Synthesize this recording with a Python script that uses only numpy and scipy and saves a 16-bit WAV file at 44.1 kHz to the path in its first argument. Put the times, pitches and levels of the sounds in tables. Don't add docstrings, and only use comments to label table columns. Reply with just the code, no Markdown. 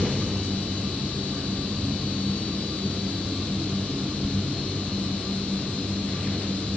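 import sys
import numpy as np
from scipy import signal
from scipy.fft import rfft, irfft
from scipy.io import wavfile
from scipy.ndimage import uniform_filter1d

SR = 44100
rng = np.random.default_rng(int(sys.argv[2]) if len(sys.argv) > 2 else 0)


def wrap_up_sound(samples):
    columns = np.atleast_2d(samples).T
    tamed = np.clip(columns, -1, 1)
    steps = np.round(tamed * 32767).astype(np.int16)
    wavfile.write(sys.argv[1], SR, steps)


def to_linear_factor(level_db):
    exponent = np.asarray(level_db, float) / 20
    return 10 ** exponent


N = 298116
T = np.arange(N) / SR
SLOW_MOTOR_HZ, FAST_MOTOR_HZ, MAINS_HZ = 48.63, 48.977, 49.982
BLOWER_HZ = 69.4


def read(points, hz):
    f, value = np.transpose(points)
    return np.interp(np.log(hz + 1), np.log(f + 1), value)


def drift(rate_hz, count):
    f = np.geomspace(.1, rate_hz, num=16)
    phase = 2 * np.pi * rng.random((count, 16, 1))
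    knots = np.arange(0, N + 512, 512) / SR
    waves = np.sin(2 * np.pi * f[:, None] * knots + phase) / np.sqrt(f[:, None])
    return [np.interp(T, knots, c / c.std()) for c in waves.sum(1)]


# f/Hz, correlation
LIKENESS = [(30, 1.1), (60, 1.05), (94, 1), (150, 0.94), (230, 1.01), (360, 0.97), (560, 0.98), (870, 0.81),
            (1350, 0.88), (1700, 0.62), (2600, 0.73), (3700, 0.63), (4300, 0.29), (5150, 0.22),
            (6500, 0.64), (8030, 0.69)]
# f/Hz, level/dB
LEAN = [(30, -2), (60, 0.8), (94, 0.4), (150, 2), (230, 1), (360, 1), (560, 3.5), (870, 1.5), (1350, 3),
        (2110, 0), (3300, 7.5), (5150, 7.5), (8030, 5)]
# f/Hz, phase/rad
LEAD = [(60, .09), (230, -.05), (560, -.15), (1350, -.4), (2100, .1), (3700, .5), (4700, 2.3), (5800, 2.7),
        (7300, 3.1)]


def noise(db_per_hz, size, patchy_db=0.):
    hop = size // 4
    frames = N // hop + 5
    hz = np.fft.rfftfreq(size, 1 / SR)[:, None]
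    a, b, c, d, patches = rng.standard_normal((frames, len(hz), 5)).T
    patches = uniform_filter1d(patches, size=30, axis=0)
    patches = uniform_filter1d(patches, size=5, axis=1)
    same = np.clip(read(LIKENESS, hz), -1, 1)
    left = a + 1j * b
    shared = same * left * np.exp(-1j * read(LEAD, hz))
    own = np.sqrt(1 - same ** 2) * (c + 1j * d)
    right = (shared + own) / to_linear_factor(read(LEAN, hz))
    s = np.arange(frames) * hop / SR
    shape = to_linear_factor(db_per_hz(hz, s) + patchy_db * patches / patches.std())
    scale = np.sqrt(3 * SR / (2 * size))
    ports = np.array([left, right]) * shape
    return scale * signal.istft(ports, nperseg=size, noverlap=size - hop)[1][:, :N]


def thin_lines(table, waver_db, swing_rad):
    out, wander = np.zeros((2, N)), drift(6., count=8)
    waver = to_linear_factor(waver_db * np.array(wander))
    for k, (hz, db, lean_db, lead) in enumerate(table):
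        turn = 2 * np.pi * (hz * T + rng.random()) + swing_rad * wander[k % 8]
        out[0] += to_linear_factor(db) * waver[(k + 2) % 8] * np.cos(turn + lead)
        right_turn = turn + 0.33 * wander[(k + 3) % 8]
        out[1] += to_linear_factor(db - lean_db) * waver[(k + 5) % 8] * np.cos(right_turn)
    return np.sqrt(2) * out


def swept(s, hz, db):
    hz = np.interp(T, s, hz * np.ones(len(s)))
    tone = np.sqrt(2) * to_linear_factor(np.interp(T, s, db)) * np.cos(2 * np.pi * np.cumsum(hz) / SR)
    lean = to_linear_factor(read(LEAN, hz.mean()) / 2)
    return tone * np.array([[lean], [1 / lean]])


def swells(rows, rest_db):
    knots = T[::128]
    power = sum(to_linear_factor(2 * db) * np.exp(-4 * ((knots - s) / length) ** 2) for s, db, length in rows)
    return np.interp(T, knots, 10 * np.log10(power + to_linear_factor(2 * rest_db)))


def chirps(rows, hz, shake_hz):
    knots = np.arange(0, N / SR, .02)
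    level_db = np.interp(knots, T, swells(rows, -90))
    return swept(knots, hz + shake_hz * rng.standard_normal(len(knots)), level_db)


def throb(rows, rest_db, hz, shake):
    knots = np.arange(0, N / SR, .025)
    pitch_hz = hz * (1 + shake * rng.standard_normal(len(knots)))
    level_db = np.interp(knots, T, swells(rows, rest_db))
    return to_linear_factor(-1.3) * swept(knots, pitch_hz, level_db)


# f/Hz, density at start/dB per Hz, t60/s
BANG = [(45, -88, 1.2), (85, -53, 3.6), (129, -47, 1.8), (227, -46.5, 1.7), (320, -57, 0.97),
        (450, -53.5, 1.3), (700, -66, 1.9), (1800, -71.5, 1.9), (3800, -69, 1.8), (6460, -75, 3.7),
        (8400, -100, .8)]


def bang():
    hz_db = [row[:2] for row in BANG]
    hz_t60 = [row[::2] for row in BANG]
    return noise(lambda hz, s: read(hz_db, hz) - 60 * s / read(hz_t60, hz), size=1024, patchy_db=1.2)


# t/s, peak level/dB, f/Hz, t60/s
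THUMPS = [
    (-.0008, -17.5, 98, 0.18),
    (1.835, -23, 100, 0.12),
    (4.243, -19.5, 85, 0.1),
    (4.344, -22, 97, 0.18),
]


def thumps():
    out = np.zeros(N)
    for s, db, hz, t60 in THUMPS:
        age = np.maximum(T - s, 0)
        out += to_linear_factor(db - 60 * age / t60) * np.sin(2 * np.pi * hz * age)
    return out


# order, slow motor level/dB, fast motor level/dB, t first in step/s
MOTOR_ORDERS = [(1, -54, -57, 1.382), (2, -41, -40, .51), (3, -44, -51, .851), (6, -52, -79, .373),
                (10, -58, -55, .075), (12, -66, -74, .186), (13, -64, -89, .043), (20, -70, -71, .141),
                (22, -93, -74, .084)]
CASING_ORDERS = [(8, -61, -56, .351)]
# mains multiple, level/dB, t first in step with the fast motor/s
IRON_HUM = [(2, -48, .333), (6, -50, .128)]


def motors():
    def tone(hz, db, order, in_step):
        cycles = hz * (T - in_step) + order * FAST_MOTOR_HZ * in_step
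        return to_linear_factor(db) * np.sqrt(2) * np.cos(2 * np.pi * cycles)

    def lean(hz):
        return to_linear_factor([[0], [read(LEAN, hz)]])

    out = np.zeros((2, N))
    for order, slow_db, fast_db, in_step in [*MOTOR_ORDERS, *CASING_ORDERS]:
        slow = tone(order * SLOW_MOTOR_HZ, slow_db, order, in_step)
        fast = tone(order * FAST_MOTOR_HZ, fast_db, order, 0)
        out += (slow + fast) / lean(order * FAST_MOTOR_HZ)
    for order, db, in_step in IRON_HUM:
        out += tone(order * MAINS_HZ, db, order, in_step) / lean(order * MAINS_HZ)
    return to_linear_factor(-0.7) * out


# f/Hz, left level/dB, left minus right/dB, left lead/rad
WHINE = [(3242.4, -55.0, 8.0, 1.2), (3418.2, -55.0, 12.0, -1.1), (3486.9, -60.0, 6.0, 2.3),
         (3499.7, -53.0, 6.0, 1.1), (3581.2, -61.0, -0.0, 2.3), (3594.1, -51.0, 12.0, 2.6),
         (3853.6, -59.0, 24.0, 0.3), (3877.5, -48.0, 10.0, 0.3), (3924.1, -59.0, 4.0, 0.5),
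         (3947.7, -53.0, 3.0, -0.8), (3958.9, -44.0, 10.0, -0.1), (3994.2, -55.0, 13.0, 0.0),
         (4000.1, -48.0, 4.0, 2.3), (4040.4, -55.0, 8.0, 0.7), (4052.4, -44.0, 14.0, 3.0),
         (4076.1, -54.0, 9.0, 0.1), (4121.8, -53.0, 6.0, 0.9), (4146.7, -57.0, 15.0, 0.1),
         (4406.2, -46.0, 12.0, -2.3), (4418.3, -57.0, 10.0, 0.9), (4499.6, -41.0, 16.0, 1.4),
         (4512.5, -56.0, 4.0, 0.0), (4589.2, -60.0, 9.0, -2.5), (5071.5, -61.0, 16.0, -3.0),
         (5921.8, -64.0, 6.0, 1.2), (6484.6, -60.0, 10.0, 2.9), (7994.3, -65.0, 4.0, -3.1),
         (8000.0, -67.0, 6.0, 3.1), (8005.7, -65.0, 5.0, 3.1)]


def drives():
    return to_linear_factor(-.4) * thin_lines(WHINE, waver_db=1.5, swing_rad=.45)


# f/Hz, left level/dB, left minus right/dB, left lead/rad
GEARS = [(716.2, -62, 5, -.4), (1024, -67, -1, -.3), (1072.6, -69, -8, 0), (1079.5, -66, -1, -.6),
         (2382.7, -66, 12, -.1), (2484.4, -65, 3, -.1), (4378, -62, 9, 2), (4756.9, -64, 7, 1.4),
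         (5672.6, -66, 9, -2.8)]


def gears():
    return to_linear_factor(-0.5) * thin_lines(GEARS, waver_db=3.5, swing_rad=.6)


# f/Hz, density/dB per Hz
RUSH = [(25, -84), (45, -75), (70, -59), (120, -57.5), (170, -61.5), (300, -59), (420, -65), (930, -78.5),
        (1200, -76), (1950, -81), (4000, -70.5), (5500, -75.5), (7400, -83), (8100, -92), (8900, -102)]
HUMP_HZ = [69.3, 140, 197, 222, 282, 315, 432, 528, 585, 680, 1110, 1320, 2680, 3710, 3800, 4218, 4260,
           5020, 5065, 5195, 6490, 7330, 1175, 98]
# width/Hz, peak density/dB per Hz
HUMPS = [(2.5, -59), (12, -68), (36.5, -52.5), (32, -57.5), (22.1, -57), (20, -60), (14.9, -64), (9.8, -69),
         (15, -73), (28, -69.5), (39.8, -77), (30, -91), (33, -72), (73, -68.5), (20, -67.5), (60, -61),
         (42, -66.5), (30, -68), (60, -71), (45, -67.5), (50, -73), (120, -92), (50, -74.5), (40, -59.5)]


def blower():
    def density(hz, s):
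        humps = 0
        for f, (width, db) in zip(HUMP_HZ, HUMPS):
            humps = humps + to_linear_factor(2 * db) / (1 + (2 * (hz - f) / width) ** 2) ** 2
        return 10 * np.log10(to_linear_factor(2 * read(RUSH, hz)) + humps) + 0 * s
    return noise(density, size=8192, patchy_db=0.31)


# f/Hz, half width/Hz, mean level/dB, depth/dB, t loudest/s
STANDING_BANDS = [(3959, 9, -.8, 2.4, 1.7), (3999, 12, 2, 3, 1.6), (4122, 7, 1, 5, 6.3),
                  (4240, 60, -1.5, 2.2, 4.8), (4500, 9, -1, 2.2, 1.9)]


def standing_waves(x):
    node_to_node_s = 7.
    hz, spectrum, out = np.fft.rfftfreq(N, 1 / SR), rfft(x), x.copy()
    for centre, half, mean_db, depth_db, loudest in STANDING_BANDS:
        band = irfft(spectrum * np.exp(-((hz - centre) / half) ** 4), N)
        gain_db = mean_db + depth_db * np.cos(2 * np.pi * (T - loudest) / node_to_node_s)
        out += (to_linear_factor(gain_db) - 1) * band
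    return out


# t/s, f/Hz, level/dB
ROLLER = [(0, 2990, -51), (.7, 2990, -52), (1., 2985, -62), (1.35, 2983, -58), (1.85, 2979, -64),
          (1.92, 2972, -52), (2.85, 2969, -58), (3, 2964, -61), (3.55, 2965, -61), (3.8, 2973, -54),
          (4.3, 2977.5, -58), (5.1, 2975, -54), (5.3, 2967, -60), (5.8, 2966, -64), (5.95, 2957, -64),
          (6.2, 2954, -55), (6.4, 2954, -58), (6.55, 2953, -68), (6.76, 2953, -63)]
# t/s, level/dB
SIDE_LINE = [(0, -55), (.5, -57), (.95, -57), (1.05, -66), (1.25, -59), (1.9, -58), (2, -70), (3.8, -68),
             (4.05, -60), (5, -63), (5.3, -70), (6, -68), (6.2, -59), (6.4, -64), (6.5, -72)]


def roller():
    s, hz, db = np.transpose(ROLLER)
    knots = np.arange(0, N / SR, .02)
    side_hz = np.interp(knots, s, hz) - SLOW_MOTOR_HZ
    side_db = np.interp(knots, *np.transpose(SIDE_LINE))
    return to_linear_factor(1.0) * swept(s, hz, db) + swept(knots, side_hz, side_db)


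# t/s, level/dB, length/s
BEARING = [(.03, -52, .1), (.22, -48, 0.044), (.87, -53, .08), (1.13, -49, 0.044), (1.36, -51.5, 0.079),
           (1.6, -51.5, 0.08), (1.77, -51, 0.038), (2.52, -56, 0.061), (2.73, -50, .04), (2.96, -52, .04),
           (3.18, -52, .05), (3.37, -48.5, 0.045), (3.42, -49, .03), (3.73, -52, .06), (3.9, -54, .04),
           (4.1, -56, .07), (4.79, -50.5, 0.036), (4.85, -56, .03), (4.92, -52, .04), (5.07, -50.5, 0.074),
           (5.25, -54, .04), (5.31, -50, 0.044), (5.55, -57, .06), (5.72, -56, .05), (6.17, -50, 0.071),
           (6.27, -50, 0.051), (6.4, -60, .05), (6.62, -57, 0.042)]


def bearing():
    return to_linear_factor(1.) * chirps(BEARING, 1175, shake_hz=14)


# t/s, level/dB, length/s, shaft order
SURGES = [(0.2, -42, 0.45, 2), (1.2, -37, 0.65, 2), (2.105, -36, 0.64, 2), (3.55, -36.5, 0.29, 2),
          (4.05, -37, 0.62, 2), (4.527, -33, 0.23, 2), (6.246, -36, 0.2, 2), (0.082, -37, 0.09, 4),
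          (.5, -38, .15, 4), (0.733, -39.5, 0.054, 4), (0.958, -33, 0.052, 4), (1.55, -39, .2, 4),
          (1.88, -33.5, 0.11, 4), (2.157, -34.5, 0.12, 4), (2.503, -39, 0.074, 4), (2.8, -42, .1, 4),
          (3.133, -35.5, 0.094, 4), (3.34, -33, 0.12, 4), (3.62, -36.5, 0.17, 4), (4.003, -36, 0.12, 4),
          (4.246, -34, 0.12, 4), (4.65, -38, 0.16, 4), (5.1, -38, .1, 4), (5.55, -43, 0.087, 4),
          (5.794, -34, 0.074, 4), (6.04, -38, 0.11, 4), (6.297, -37, 0.074, 4)]


def shaft_surges():
    out = np.zeros((2, N))
    for order, shake in ((2, .025), (4, .015)):
        rows = [row[:3] for row in SURGES if round(row[3]) == order]
        out += throb(rows, -48, order * BLOWER_HZ, shake)
    return out


# t/s, level/dB, length/s
SQUEAK_HIGH = [(.1, -51, .2), (.62, -57, .1), (1.2, -61, 0.24), (3.2, -61, .15), (4.68, -43, .08),
               (4.94, -50, .08), (5.2, -47.5, .1), (5.7, -56, 0.23), (6., -48, .1), (6.35, -50, .25),
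               (6.7, -55.5, 0.11)]
# t/s, level/dB, length/s
SQUEAK_LOW = [
    (1.4, -65, .15),
    (3.4, -59, 0.25),
    (4.1, -58.5, .3),
    (4.58, -44, .12),
    (4.9, -50, .12),
    (5.3, -57, .1),
]


def film():
    return chirps(SQUEAK_HIGH, 4262, shake_hz=8) + chirps(SQUEAK_LOW, 4229, shake_hz=8)


# t/s, level/dB, length/s
SHIVERS = [
    (.1, -53, 0.13),
    (.45, -42.5, .25),
    (1.15, -41, 0.43),
    (1.65, -43, 0.21),
    (2.9, -40, 0.39),
    (3.9, -43, 0.55),
    (4.7, -43, 0.26),
    (5.35, -43.5, 0.22),
    (6.3, -49, 0.64),
]


def panel():
    return throb(SHIVERS, -62.5, 391, shake=.008)


# t/s, level/dB, length/s
BOOM = [(.13, -32, 0.058), (.24, -31, 0.092), (.35, -30, 0.077), (.54, -29, 0.098), (.76, -31.5, 0.094),
        (.86, -23.5, 0.026), (1.05, -33, 0.11), (1.33, -29.5, 0.11), (1.53, -29, 0.088),
        (1.68, -32.5, 0.11), (1.85, -32, 0.15), (2.08, -31.5, 0.083), (2.31, -27, 0.14), (2.52, -34, 0.34),
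        (2.86, -29, 0.071), (3.05, -32.5, 0.12), (3.24, -37, 0.19), (3.54, -29.5, 0.055),
        (3.77, -28, 0.086), (4.03, -33, 0.092), (4.24, -34, .1), (4.37, -25, 0.073), (4.62, -36.5, 0.19),
        (4.97, -28, 0.14), (5.12, -33, 0.2), (5.33, -29.5, 0.13), (5.55, -26, 0.084), (5.77, -33.5, 0.12),
        (6.04, -31, 0.23), (5.86, -39, .06), (6.29, -27, 0.062), (6.52, -29.5, 0.1), (6.72, -30.5, 0.11)]


def casing():
    return throb(BOOM, -44.5, 195.8, shake=.009)


# t/s, level/dB, centre f/Hz, width/octaves, t60/s
KNOCKS = [
    (.13, -46, 5950, 0.81, 0.74),
    (.42, -40, 6200, 0.41, 0.36),
    (1.36, -45, 1380, 0.75, 0.67),
    (6.255, -44, 1800, 1.3, 0.18),
    (6.44, -47, 1500, 1.4, 0.25),
]


def knocks():
    rise_s = 0.0069
    out, hz = np.zeros((2, N)), np.fft.rfftfreq(N, 1 / SR)
    echo = rfft(noise(lambda hz, s: 0 * hz + 0 * s, size=1024))
    for s, db, centre_hz, octaves, t60 in KNOCKS:
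        off_centre = np.log2((hz + 1) / centre_hz) / octaves
        band = irfft(echo * np.exp(-2 * off_centre ** 2), N)
        age = np.maximum(T - s, 0)
        out += to_linear_factor(db - 60 * age / t60) * (1 - np.exp(-age / rise_s)) * band / band[0].std()
    return out


# t/s, level/dB, length/s
FLUTTERS = [(.3, -41, .1), (1.1, -47, 0.19), (2.1, -40, 0.076), (2.45, -37, 0.11), (2.7, -40.5, 0.11),
            (3.33, -39, 0.068), (3.63, -36, 0.12), (4.15, -40.5, 0.19), (4.6, -44.5, .1),
            (5.9, -40.5, 0.069), (6.6, -41.5, 0.18)]


def duct_wall():
    return to_linear_factor(1.) * chirps(FLUTTERS, 316, shake_hz=6)


# t/s, level/dB, length/s
LEAK = [(.43, -60, .1), (1.08, -55, .1), (2.62, -56, .2), (3.55, -58, 0.18), (3.97, -53, .08),
        (4.67, -60, .12), (5.08, -55, .06), (5.3, -54, .2), (5.55, -56, .08), (5.82, -51, 0.1),
        (6.3, -57, 0.065), (6.58, -53, 0.11)]


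def leak():
    return to_linear_factor(1.) * chirps(LEAK, 5066, shake_hz=15)


# t peak/s, level/dB
CLATTER = [
    (6.09, -40),
    (6.14, -36.5),
    (6.25, -36),
    (6.34, -39),
    (6.42, -37.5),
]
# f/Hz, density/dB per Hz
CLATTER_COLOUR = [(200, -30), (450, 5), (900, -10.5), (2200, -8), (3500, -6), (7000, -22), (8500, -48)]


def clatter():
    rise_s, t60_s = 0.027, 0.88
    power = np.zeros(N)
    for s, db in CLATTER:
        age = np.maximum(T - s + rise_s, 0)
        power += (to_linear_factor(db - 60 * age / t60_s) * np.minimum(age / rise_s, 1)) ** 2
    rustle = noise(lambda hz, s: read(CLATTER_COLOUR, hz) + 0 * s, size=1024, patchy_db=1.5)
    return np.sqrt(power) * rustle / rustle[0].std()


def scene():
    steady = standing_waves(drives() + gears() + blower())
    blows = bang() + thumps() + knocks() + clatter()
    low_throbs = shaft_surges() + panel() + casing()
    notes = bearing() + film() + duct_wall() + leak()
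    return motors() + steady + roller() + low_throbs + notes + blows


def ragged_top(x):
    mid_side = np.array([x[0] + x[1], x[0] - x[1]]) / 2
    hz, s, z = signal.stft(mid_side, SR, nperseg=1024, noverlap=896)
    luck = rng.random((len(s) // 16 + 1, 3))
    luck = luck[np.arange(len(s)) // 16].T
    sum_edge_hz = 8000 + 270 * luck[0] + 480 * (luck[1] < .17)
    difference_edge_hz = 8640 + 170 * luck[2]
    z *= hz[:, None] < np.array([sum_edge_hz, difference_edge_hz])[:, None]
    both, apart = signal.istft(z, SR, nperseg=1024, noverlap=896)[1][:, :N]
    return np.array([both + apart, both - apart])


def low_pass(x):
    return signal.sosfilt(signal.butter(12, 8850, fs=SR, output="sos"), x)


def record(dry):
    bass_cut = signal.butter(3, 36, "highpass", fs=SR, output="sos")
    heard = signal.sosfilt(bass_cut, dry)
    mix = ragged_top(heard) - .0008
    return low_pass(mix)


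dry = scene()
out = record(dry)
wrap_up_sound(out)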